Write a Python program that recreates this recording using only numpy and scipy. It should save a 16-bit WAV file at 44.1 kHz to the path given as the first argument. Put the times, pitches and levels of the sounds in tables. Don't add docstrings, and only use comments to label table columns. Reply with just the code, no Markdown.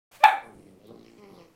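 import sys
import numpy as np
from scipy import signal
from scipy.fft import rfft, irfft
from scipy.io import wavfile
from scipy.ndimage import uniform_filter1d

SR = 44100
rng = np.random.default_rng(int(sys.argv[2]) if len(sys.argv) > 2 else 0)


def log_audio(samples):
    frames = np.atleast_2d(samples).T
    limited = np.clip(frames, -1, 1)
    pcm = np.round(limited * 32767).astype(np.int16)
    wavfile.write(sys.argv[1], SR, pcm)


N = 68355
T = np.arange(N) / SR


def from_db(db):
    return 10 ** (np.asarray(db) / 20)


def rms_one(x):
    return x / np.sqrt(np.mean(x ** 2) + 1e-20)


def in_time(rows):
    times_s, *columns = np.transpose(rows)
    return [np.interp(T, times_s, column) for column in columns]


def at_hz(points, hz):
    points_hz, values = np.transpose(points)
    return np.interp(np.log(hz + 1e-9), np.log(points_hz), values)


def cut(x, hz, kind, order=2):
    sos = signal.butter(order, np.clip(hz, 10, .48 * SR), kind, fs=SR, output="sos")
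    return signal.sosfilt(sos, x + 1e-18)


def noise(colour):
    gain = from_db(at_hz(colour, np.fft.rfftfreq(N, 1 / SR)))
    return rms_one(irfft(rfft(rng.standard_normal(N)) * gain, N))


def wobble(hz):
    return rms_one(cut(rng.standard_normal(N), hz, "low"))


def decay(start_s, decay_s):
    return (T >= start_s) * np.exp(-np.abs(T - start_s) / decay_s)


def resonate(x, modes):
    out = 0
    for k, (hz, width_hz, db) in enumerate(modes):
        r = np.exp(-np.pi * width_hz / SR)
        feedback = [1, -2 * r * np.cos(2 * np.pi * hz / SR), r * r]
        out += (-1) ** k * from_db(db) * (1 - r * r) / 2 * signal.lfilter([1, 0, -1], feedback, x)
    return out


def moving_resonance(x, hz, width_hz):
    out, state = np.zeros(N), np.zeros(2)
    r = np.exp(-np.pi * width_hz / SR)
    for i in range(0, N, 128):
        block = slice(i, i + 128)
        feedback = [1, -2 * r * np.cos(2 * np.pi * hz[i] / SR), r * r]
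        out[block], state = signal.lfilter([1, 0, -1], feedback, x[block], zi=state)
    return out * (1 - r * r) / 2


def background():
    # frequency in Hz, relative density in dB.
    hiss_colour = [(30, -12.5), (110, -3.5), (300, -12.5), (500, -4.5), (700, 4.5), (1400, -1),
                   (2500, -0.5), (4000, -5.5), (8000, -8), (15500, -11)]
    rumble_colour = [(25, -1), (60, -16), (130, -1.5), (400, -8), (900, -15), (3000, -40), (16000, -47)]
    # time in seconds, level in dB.
    hiss_curve = [(.110, -120), (.116, -56.5), (.135, -54.5), (.155, -50.5), (.185, -56.5), (.30, -59),
                  (.40, -72), (1.55, -69.5)]
    hiss_db, = in_time(hiss_curve)
    return from_db(hiss_db) * noise(hiss_colour) + from_db(-64) * noise(rumble_colour)


def bark():
    # time in seconds, pitch in Hz, level in dB, roughness.
    contour = [(.200, 530, -61, 0.42), (.208, 565, -46, 0.37), (.224, 611, -42, 0.2),
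               (.2350, 599.8, -26.5, 0.2), (.2392, 848, -7, 0.54), (.244, 855, -8, 0.65),
               (.251, 892.7, -15, 0.6), (.257, 861.7, -6, 0.1), (.262, 810.6, -11.5, 0.18),
               (.269, 785, -33.5, 1.1), (.279, 752.8, -32.5, 0.9), (.286, 818, -11.5, 0.1),
               (.294, 777.5, -19.5, 0.42), (.304, 697, -36, .5), (.325, 465.3, -48, .2),
               (.342, 310, -49, .1), (.385, 242, -51, 0.2)]
    # frequency in Hz, harmonic gain in dB.
    mouth = [(280, -5), (560, 0.5), (850, -1.5), (1200, -11), (1650, -15.5), (2000, -14), (2450, -14.5),
             (2850, -27.5), (3500, -25.5), (4100, -33.5), (4800, -59.5), (15000, -53)]
    # frequency in Hz, relative density in dB.
    rasp_colour = [(200, -53.5), (480, -33), (750, -2), (1100, 2), (1600, 3), (2000, -6.5), (2400, 5.5),
                   (2900, -10.5), (3800, -4.5), (4700, -35), (6800, -36), (8200, -33.5), (10000, -37.5),
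                   (15000, -31)]
    jitter, rasp_db = 0.022, -2.5
    hz, db, rough = in_time(contour)
    phase = 2 * np.pi * np.cumsum(hz * (1 + jitter * rough * wobble(hz=500))) / SR
    tone = sum(from_db(at_hz(mouth, k * hz)) * np.cos(k * phase) for k in range(1, 13)) * np.sqrt(2)
    rasp = from_db(rasp_db) * rough * noise(rasp_colour) * (1 + 0.2 * np.cos(phase))
    voice = cut(from_db(db) * (tone + rasp), 258, "high", order=4)
    return voice * (T > contour[0][0]) * (T < contour[-1][0])


def room(x):
    # delay in seconds, gain in dB.
    walls = [(.030, -18.5), (0.0453, -15.5)]
    # frequency in Hz, gain in dB, T60 in seconds.
    ring = [(150, -11, 0.65), (500, -8, .42), (756, -7.5, 0.82), (910, -8.5, 0.24), (1570, 1.5, 0.42),
            (2560, -9.5, .26), (4060, -9, 0.35), (8000, 4.5, .3), (15000, -5.5, .27)]
    gain_db, t60_s = np.array(ring)[:, :2], np.array(ring)[:, ::2]
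    build_s, edges_hz = .012, np.geomspace(100, 17000, 14)
    white, bins_hz = rfft(rng.standard_normal(N)), np.fft.rfftfreq(N, 1 / SR)
    tail = 0
    for low, high in zip(edges_hz, edges_hz[1:]):
        hz = np.sqrt(low * high)
        envelope = from_db(-60 * T / at_hz(t60_s, hz)) * (1 - np.exp(-T / build_s))
        band = irfft(white * ((bins_hz >= low) & (bins_hz < high)), N) * envelope
        tail += from_db(at_hz(gain_db, hz)) * rms_one(band) * np.sqrt(2 * (high - low) / SR / N)
    dull = cut(x, 1200, "low")
    echoes = sum(from_db(db) * np.interp(T - delay_s, T, dull) for delay_s, db in walls)
    return echoes + signal.fftconvolve(x, tail)[:N]


def overload_click():
    # frequency in Hz, relative density in dB.
    colour = [(30, 2), (170, 0), (350, -19.5), (900, -5), (5000, 1), (7500, -2), (9000, -10.5),
              (16000, -10)]
    peak_s, half_length_s = .2405, .0016
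    return from_db(-27) * np.exp(-((T - peak_s) / half_length_s) ** 2 / 2) * noise(colour)


def growl():
    # time in seconds, pitch in Hz, level in dB, roughness, weakening of every
    # second pulse (0-1), throat resonance in Hz, relative mouth opening in dB, brightness in dB.
    contour = [(.42, 118.8, -57, 0.41, 0.06, 470, 19.5, -8.5), (.485, 113.2, -50.5, 0.25, 0, 440, 8, -21),
               (.55, 98.28, -52.5, 0.6, 0.21, 303.4, -11.5, 5), (.70, 97.28, -55, 0.48, 0.01, 382, -13, 15),
               (.77, 91.7, -54.5, 0.43, .1, 343, -6, -20), (.80, 96.77, -62.5, 0.44, .2, 500, -14, 21),
               (.83, 104.9, -55, 0.29, 0.2, 572, -9.5, 11), (.88, 108.5, -51, 0.23, .1, 310.2, -0.5, 1),
               (.915, 118, -45.5, 0.64, 0.16, 500, 2.5, -15), (.97, 113.9, -51, 0.2, 0.83, 313, -4.5, 4),
               (1.06, 113.8, -53.5, 0.1, 0.93, 285, -4, 13), (1.165, 115.4, -56, 0.05, 0.6, 295, -2, 0.5),
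               (1.185, 206.9, -53, 0.09, 0.17, 408.2, 2, 9), (1.212, 209, -53, 0, .02, 419.7, 10, -4),
               (1.24, 201.6, -46, 0.11, 0.6, 403.3, 5.5, -4.5), (1.268, 194.3, -52, .04, 0.03, 380, 5.5, 0),
               (1.295, 198, -53.5, 0.25, 1, 396, 11.5, -8.5), (1.33, 184.1, -49, 0.6, 0.7, 380, -2, 4),
               (1.365, 178, -55.5, 0.41, .5, 430, 11, -3.5), (1.40, 172.5, -50, 0.2, .3, 486, 7.5, 0),
               (1.49, 160.7, -60, 0.3, 0.15, 373, 3, -3.5), (1.55, 160, -95, 0.53, 0.1, 450, -35, 1)]
    # time in seconds, centre in Hz.
    jaw_glide = [(.70, 2070), (.80, 2280), (.875, 3520), (.93, 4136), (1.01, 3950), (1.055, 2770),
                 (1.11, 2140), (1.27, 2046), (1.36, 3688), (1.41, 2500), (1.48, 2140)]
    # centre in Hz, width in Hz, gain in dB.
    throat_modes = [(521.7, 150, -22.5)]
    chest_modes = [(103.66, 53, -8), (197.1, 45, -1.5)]
    lip_modes = [(792, 40, -7.5), (1040, 214, -12.5)]
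    muzzle_modes = [(2120, 430, -23.5), (3270, 380, -25.5), (3890, 300, -28), (5130, 1500, -27.5)]
    jitter, puff_decay_s = 0.069, 0.0029
    hz, db, rough, weak, throat_hz, opening_db, bright_db = in_time(contour)
    jaw_hz, = in_time(jaw_glide)

    cycles = np.cumsum(hz * (1 + jitter * rough * wobble(hz=97))) / SR
    count = np.floor(cycles)
    alternation = 1 - np.clip(weak, 0, 1) * (count % 2)
    pulses = np.diff(count, prepend=0) * alternation * from_db(5 * rough * wobble(hz=150))
    air = rng.standard_normal(N) * np.exp(-2.5 * (cycles % 1)) * np.sqrt(5 * hz / SR)
    source = cut(pulses + from_db(3.5) * rough * air, 82.64, "high", order=3)
    puff_envelope = signal.lfilter([1], [1, -np.exp(-1 / (puff_decay_s * SR))], pulses + 1e-18)
    puffs = puff_envelope * rng.standard_normal(N) * np.sqrt(2 / (puff_decay_s * SR))
    airy = 0.63 * source + from_db(0.5) * np.sqrt(np.clip(rough + weak, 0, 1)) * puffs

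    throat = moving_resonance(source, throat_hz, width_hz=122) - resonate(source, throat_modes)
    chest = cut(resonate(source, chest_modes) + throat, 588, "low", order=3)
    lips = cut(resonate(source, lip_modes), [754, 1400], "band")
    jaw = from_db(-20) * moving_resonance(airy, jaw_hz, width_hz=470)
    muzzle = cut(resonate(airy, muzzle_modes) + jaw, [1730, 6800], "band", order=3)
    voice = chest + from_db(opening_db - 8.5) * (lips + from_db(bright_db) * muzzle)
    chest_rms = np.sqrt(np.abs(uniform_filter1d(chest ** 2, size=1800)) + 1e-14)
    return from_db(db) * voice / chest_rms * (T > contour[0][0])


def coat():
    # peak time in seconds, half length in seconds, band centre in Hz, level in dB.
    brushes = [(.46, 0.021, 9600, -67), (0.569, 0.1, 9060, -71.5), (0.715, 0.05, 9300, -79.5),
               (0.587, 0.047, 6560, -79.5), (0.882, 0.025, 3610, -65), (1.146, 0.067, 7600, -77),
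               (1.33, .05, 11100, -75)]
    grain_db, half_band_octaves = 3, 0.18
    out = 0
    for peak_s, half_length_s, hz, db in brushes:
        grains = rng.standard_normal(N) * from_db(grain_db * wobble(hz=198.5))
        band_hz = hz * 2 ** (half_band_octaves * np.array([-1, 1]))
        swell = np.exp(-((T - peak_s) / half_length_s) ** 2 / 2)
        out += from_db(db) * swell * rms_one(cut(grains, band_hz, "band"))
    return out


def collar():
    # start in seconds, level in dB.
    ticks = [(0.535, -72), (.870, -58.5), (0.881, -60)]
    # frequency in Hz, relative density in dB.
    colour = [(1500, -24), (4000, -16), (9000, 3), (16000, 2.5)]
    return sum(from_db(db) * decay(start_s, decay_s=0.004) * noise(colour) for start_s, db in ticks)


def thud():
    # start in seconds, level in dB.
    bumps = [(.555, -55)]
    # frequency in Hz, relative density in dB.
    colour = [(30, -8), (80, -4.5), (170, 3), (400, -27), (1500, -37), (16000, -70)]
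    return sum(from_db(db) * decay(start_s, decay_s=0.116) for start_s, db in bumps) * noise(colour)


def scene():
    start_s = .113
    dog, puppy = bark(), growl()
    reverb = room(dog + from_db(1) * puppy)
    mix = dog + overload_click() + puppy + reverb + coat() + collar() + thud() + background()
    return (mix * (T > start_s))[None]


def record(dry):
    clip_level, stopband_hz = .71, 16800
    lowpass = signal.cheby2(12, 60, stopband_hz, fs=SR, output="sos")
    return signal.sosfilt(lowpass, np.clip(dry, -clip_level, clip_level))


dry = scene()
out = record(dry)
log_audio(out)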